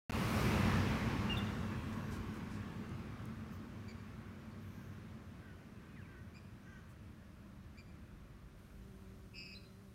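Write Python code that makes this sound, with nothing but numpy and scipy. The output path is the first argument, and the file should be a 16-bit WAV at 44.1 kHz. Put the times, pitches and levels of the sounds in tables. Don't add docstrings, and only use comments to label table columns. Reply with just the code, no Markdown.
import sys
import numpy as np
from scipy import signal
from scipy.fft import rfft, irfft
from scipy.io import wavfile
from scipy.ndimage import uniform_filter1d

SR = 44100
rng = np.random.default_rng(int(sys.argv[2]) if len(sys.argv) > 2 else 0)


def file_out(sig):
    cols = np.atleast_2d(sig).T
    lim = np.clip(cols, -1, 1)
    pcm = np.round(lim * 32767).astype(np.int16)
    wavfile.write(sys.argv[1], SR, pcm)


N = 438354
TIME_S = np.arange(N) / SR

# nearest t/s, time to cover the nearest distance/s, engine/dB, tyres/dB, deep rumble/dB
VEHICLES = [(.68, .48, -34, -43, -51), (2.3, 0.64, -47, -66, -58.5), (5.1, 0.64, -54.5, -74, -84),
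            (8.3, 1.1, -67.5, -76, -60)]
# f/Hz, relative density/dB
DEEP_SPECTRUM = [(12, -32), (28, -14), (40, -6), (52, -1), (68, -5), (110, -35), (400, -73)]
ENGINE_NEAR = [(20, -41), (40, -29), (55, -14.5), (75, -8), (105, -4.5), (138, -9.5), (156, -9.5),
               (180, -7), (225, -8), (270, -15), (330, -16.5), (400, -20.5), (600, -35.5), (1200, -61)]
ENGINE_FAR = [(20, -37), (42, -18), (60, -3), (100, 0), (155, -6.5), (200, -3.5), (250, -12), (340, -12.5),
              (440, -26), (600, -20.5), (800, -33.5), (1200, -58)]
TYRE_NEAR = [(150, -44), (400, 2.5), (600, 0), (800, -1), (1150, 1.5), (1600, -3), (2500, -4), (3400, -13),
             (5500, -17.5), (8000, -28.5), (15000, -50)]
TYRE_FAR = [(150, -9.5), (400, 1), (600, -0.5), (820, -4.5), (1100, 0.5), (1350, -0.5), (1650, -1.5),
            (2100, -5.5), (2500, -6.5), (2800, -9.5), (4500, -17.5), (6300, -21), (8000, -28), (15000, -43)]
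AIR_SPECTRUM = [(1500, -1.5), (4000, 3), (6300, 0.5), (7800, -3), (9600, 2), (10400, -5), (11500, 0),
                (13500, -3.5), (15800, -5.5)]
# f/Hz, width/Hz, relative level/dB
DRONES = [(59.4, 1.1, -18), (97.2, 3.8, -8.5), (131.4, 19, -12.5), (217.5, 4.4, -9), (233.2, 3.5, -18)]
# f/Hz, width/Hz, lift/dB
TREAD_PEAKS = [(875, 69, 4.5), (1087, 40, 5)]
# nearest t/s, time to cover the nearest distance/s, level/dB, loss per doubling/dB
HISS_PASS = (0.37, 0.2155, -52.5, 7)
# t/s, length/s, start f/Hz, middle f/Hz, end f/Hz, level/dB, overtones/dB, roughness/0-1
CHIRPS = [(1.293, 0.047, 2755, 2836, 2680, -41, -25, 0.07), (1.335, .022, 2820, 2770, 2640, -50, -40, .3),
          (1.365, 0.0336, 3840, 3540, 3520, -47, -33, 0.54),
          (3.878, 0.0427, 2250, 2370, 2220, -61, -2.5, 0.6), (4.505, .035, 4370, 4550, 4450, -78, -30, .5),
          (5.92, 0.069, 2530, 2480, 2140, -72, -30, 0.15), (5.958, 0.07, 2240, 1740, 1500, -63.5, -30, 0),
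          (6.01, .068, 3020, 2420, 2160, -70.5, -27, 0.78), (6.34, 0.055, 2190, 2464, 2420, -66, -5, 0.7),
          (7.769, 0.048, 2270, 2424, 2310, -64, -5, 0.6),
          (9.547, 0.0345, 3800, 4100, 4110, -56.5, -23, 0.33)]
# t/s, length/s, level/dB, centre f/Hz, width/octaves
LEAF_SCRAPES = [(1.339, 0.003, -58, 13000, 0.7), (1.372, 0.029, -62.5, 12000, 0.94),
                (1.8, .7, -82, 13000, 0.06), (1.923, 0.036, -68, 4500, .8), (2.108, 0.081, -64, 4940, 0.88),
                (2.335, .060, -72.5, 7500, .8), (2.5, 0.1, -69, 4500, 0.77), (2.892, 0.0041, -67, 7800, .4),
                (3.255, 0.0023, -58.5, 11000, 0.68), (3.515, .075, -76.5, 14000, 0.25),
                (3.52, .07, -76, 5536, .4), (4.592, 0.43, -80.5, 12900, .27),
                (4.648, 0.41, -82, 6000, 0.14), (6.622, .240, -83, 5960, .15),
                (6.888, 0.05, -77, 8500, 0.77), (8.588, .014, -80, 12000, 0.91),
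                (8.612, 0.38, -91, 12000, .4)]
# t/s, length/s, f/Hz, level/dB
CAWS = [(4.16, 0.16, 381, -71), (4.699, 0.22, 390, -71), (5.399, 0.16, 381, -67), (6.051, .18, 382, -65.5),
        (6.63, 0.19, 382.5, -65)]
# f/Hz, gain/dB
CROW_THROAT = [(400, -35), (1150, -10), (1520, 2.5), (1920, -4), (2300, -16), (3100, -15)]
# multiple, relative level/dB
WING_HARMONICS = [(1, -0.5), (2, -7), (3, -17.5), (4, -27), (5, -24), (6, -38), (7, -23)]
# t/s, added wingbeat/Hz
DARTS = [(9.599, 14), (9.83, 16)]
# delay/s, level/dB
WALL_ECHOES = [(0.023, -27), (.098, -16), (.116, -20.5)]


def gain_of(db):
    return 10 ** (np.asarray(db) / 20)


def unit_rms(x):
    return x / np.sqrt(np.mean(x ** 2) + 1e-20)


def spectrum_db(points, hz):
    points_hz, db = np.transpose(points)
    return np.interp(np.log(hz + 1), np.log(points_hz + 1), db)


def add(mix, start_s, sound):
    part = mix[round(start_s * SR):][:len(sound)]
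    part += sound[:len(part)]


def bump(centre_s, width_s):
    return np.exp(-.5 * ((TIME_S - centre_s) / width_s) ** 2)


def wander(rate_hz):
    steps = 2 ** 15
    hz = np.fft.rfftfreq(steps, TIME_S[-1] / steps)
    slow = unit_rms(irfft(rfft(rng.standard_normal(steps)) * np.exp(-(hz / rate_hz) ** 2)))
    return np.interp(TIME_S, np.linspace(0, TIME_S[-1], steps), slow)


def noise(spectrum, patchy_db, peaks=(), size=1024):
    frames = dict(nperseg=size, noverlap=size * 3 // 4)
    hz, _, bins = signal.stft(rng.standard_normal(N), SR, **frames)
    patches = uniform_filter1d(rng.standard_normal(bins.shape), size=9, axis=0)
    patches = unit_rms(uniform_filter1d(patches, size=14, axis=1))
    peaks_db = sum(lift * np.exp(-.5 * ((hz - f) / width) ** 2) for f, width, lift in peaks)
    db = spectrum_db(spectrum, hz) + peaks_db
    shaped = bins * gain_of(db[:, None] + patchy_db * patches)
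    return unit_rms(signal.istft(shaped, SR, **frames)[1][:N])


def passing(nearest_s, crossing_s, db, doubling_db):
    distance = np.hypot(1, (TIME_S - nearest_s) / crossing_s)
    return gain_of(db - doubling_db * np.log2(distance))


def road(levels_db, doubling_db, lead_s=0):
    return np.sqrt(sum(passing(nearest_s - lead_s, crossing_s, db, doubling_db) ** 2
                       for (nearest_s, crossing_s, *_), db in zip(VEHICLES, levels_db)))


def blend(near, far, near_share):
    return np.sqrt(near_share) * near + np.sqrt(1 - near_share) * far


def deep_rumble():
    *_, deep_db = np.transpose(VEHICLES)
    return road(deep_db, doubling_db=9) * noise(DEEP_SPECTRUM, patchy_db=.5, size=8192)


def drones():
    out = np.zeros(N)
    for hz, width_hz, db in DRONES:
        phase = 2 * np.pi * hz * TIME_S + wander(width_hz)
        out += gain_of(db) * unit_rms(np.sin(phase) * gain_of(2 * wander(width_hz)))
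    return out


def engines(murmur_db=-61.5):
    _, _, engine_db, _, _ = np.transpose(VEHICLES)
    droning = drones() + gain_of(-2) * noise(ENGINE_NEAR, patchy_db=.81, size=8192)
    murmur = noise(ENGINE_FAR, patchy_db=1.6, size=8192)
    rumble = blend(droning, murmur, np.interp(TIME_S, [3.2, 6.4, 7.6], [1, .6, 0]))
    return np.hypot(road(engine_db, doubling_db=6.5), gain_of(murmur_db)) * rumble


def tyres(lead_s=.12, waver_db=.23):
    _, _, _, tyre_db, _ = np.transpose(VEHICLES)
    near = gain_of(3) * noise(TYRE_NEAR, patchy_db=1)
    whining = noise(TYRE_FAR, patchy_db=1.7, peaks=TREAD_PEAKS, size=2048)
    plain = noise(TYRE_FAR, patchy_db=.93)
    far = gain_of(2) * blend(whining, plain, np.interp(TIME_S, [2.8, 5], [1, .2]))
    roar = blend(near, far, np.interp(TIME_S, [.8, 1.6], [1, 0])) * gain_of(waver_db * wander(8.8))
    return road(tyre_db, doubling_db=7, lead_s=lead_s) * roar


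def air_hiss(steady_db=-78.5, step_s=8.57, added_db=-77.5):
    power = passing(*HISS_PASS) ** 2 + gain_of(steady_db) ** 2
    power += gain_of(added_db) ** 2 * (TIME_S > step_s)
    return np.sqrt(power) * noise(AIR_SPECTRUM, patchy_db=.94)


def syrinx(hz, overtones_db, third_db):
    phase = 2 * np.pi * np.cumsum(hz) / SR
    overtones = np.sin(2 * phase) + gain_of(third_db) * np.sin(3 * phase)
    return np.sqrt(2) * (np.sin(phase) + gain_of(overtones_db) * overtones)


def chirps():
    out, pitch_drift, level_drift = np.zeros(N), wander(460), wander(390)
    for start_s, length_s, start_hz, middle_hz, end_hz, db, overtones_db, roughness in CHIRPS:
        progress = np.linspace(0, 1, int(length_s * SR))
        span = round(start_s * SR) + np.arange(len(progress))
        bend_hz = np.polyval(np.polyfit([0, .5, 1], [start_hz, middle_hz, end_hz], 2), progress)
        shake = .038 * roughness * (.7 - np.minimum(pitch_drift[span] ** 2, 4))
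        drop = .14 * progress ** 18
        swell = signal.windows.tukey(len(span), .35) * gain_of(db + 4.5 * roughness * level_drift[span])
        add(out, start_s, swell * syrinx(bend_hz * (1 + shake - drop), overtones_db, third_db=-9))
    return out


def leaves(grain_db=1.8):
    out, hz = np.zeros(N), np.fft.rfftfreq(2 * SR, 1 / SR)
    for start_s, length_s, db, centre_hz, octaves in LEAF_SCRAPES:
        white = rng.standard_normal(2 * SR)
        grains = gain_of(grain_db * np.repeat(rng.standard_normal(SR // 20), 40))
        band = np.exp(-.5 * (np.log2((hz + 1) / centre_hz) / octaves) ** 2)
        progress = np.linspace(0, 1, int(length_s * SR))
        scrape = irfft(rfft(white * grains) * band)[:len(progress)]
        add(out, start_s, gain_of(db) * unit_rms(scrape * np.sqrt(progress) * (1 - progress)))
    return out


def crow():
    out, drift = np.zeros(N), wander(109)
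    for start_s, length_s, pitch_hz, db in CAWS:
        count = int(length_s * SR)
        arch = 1.025 - .075 * (2 * np.linspace(0, 1, count) - .7) ** 2
        hz = pitch_hz * (arch + .024 * drift[round(start_s * SR):][:count])
        phase = 2 * np.pi * np.cumsum(hz) / SR
        voice = sum(gain_of(spectrum_db(CROW_THROAT, k * hz)) * np.sin(k * phase) for k in range(1, 9))
        add(out, start_s, gain_of(db) * unit_rms(voice) * signal.windows.tukey(count, .45))
    return out


def bee(start_s=8.52, rise_s=.38, db=-64, wingbeat_hz=197.7, sag_hz_per_s=10, flutter_db=1.5):
    age_s = np.maximum(TIME_S - start_s, 0)
    darts_hz = sum(lift_hz * bump(dart_s, width_s=.045) for dart_s, lift_hz in DARTS)
    hz = (wingbeat_hz - sag_hz_per_s * age_s + darts_hz) * (1 + .00719 * wander(17.8))
    phase = 2 * np.pi * np.cumsum(hz) / SR
    buzz = np.sqrt(2) * sum(gain_of(level_db) * np.sin(k * phase) for k, level_db in WING_HARMONICS)
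    return buzz * gain_of(db + flutter_db * wander(9.6)) * np.minimum(age_s / rise_s, 1)


def rasp(start_s=9.331, length_s=.228, attack_s=.015, release_s=.02, db=-60,
         pitch_hz=2590, sag_hz_per_s=220, flutter_hz=205, pulse_db=2.5):
    age_s = TIME_S - start_s
    gate = np.clip(np.minimum(age_s / attack_s, (length_s - age_s) / release_s), 0, 1)
    accent_db = 5.3 * bump(start_s + .06, width_s=.03)
    dull_onset_db = 16 * np.exp(-abs(age_s) / .018)
    overtones_db = -1.5 + .7 * accent_db - dull_onset_db
    flutter_phase = 2 * np.pi * np.cumsum(flutter_hz * (1 + .14 * wander(130))) / SR
    hz = (pitch_hz - sag_hz_per_s * age_s) * (1 + .063 * np.sin(flutter_phase) + .015 * wander(357))
    flicker_db = 1.2 * wander(220)
    bright_db = 6 * (-np.sin(flutter_phase) - .5)
    voice = syrinx(hz, overtones_db + bright_db + flicker_db, third_db=-19 + bright_db)
    return voice * gain_of(db + accent_db + pulse_db * np.cos(flutter_phase) + flicker_db) * gate


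def garden_echo(sound, tail_db, t60_s, build_s=.0043):
    age_s = np.arange(SR) / SR
    tail = rng.standard_normal(SR) * gain_of(-60 * age_s / t60_s) * np.minimum(age_s / build_s, 1)
    response = gain_of(tail_db) * tail / np.linalg.norm(tail)
    response[0] = 1
    for delay_s, db in WALL_ECHOES:
        add(response, delay_s, gain_of([db]))
    return signal.fftconvolve(sound, response)[:N]


def scene():
    birds = garden_echo(chirps() + rasp(), tail_db=-10, t60_s=.61)
    birds += garden_echo(crow(), tail_db=-6, t60_s=.66)
    return (deep_rumble() + engines() + tyres() + air_hiss() + birds + leaves() + bee())[None]


def record(dry):
    gate = ((TIME_S > .096) & (TIME_S < .109)) | (TIME_S > .120)
    fade_in = np.interp(TIME_S, [.1, .19], [.82, 1])
    lowpass = signal.firwin(511, cutoff=15850, window=("kaiser", 9), fs=SR)
    return signal.oaconvolve(dry * gate * fade_in, lowpass[None], "same")


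dry = scene()
out = record(dry)
file_out(out)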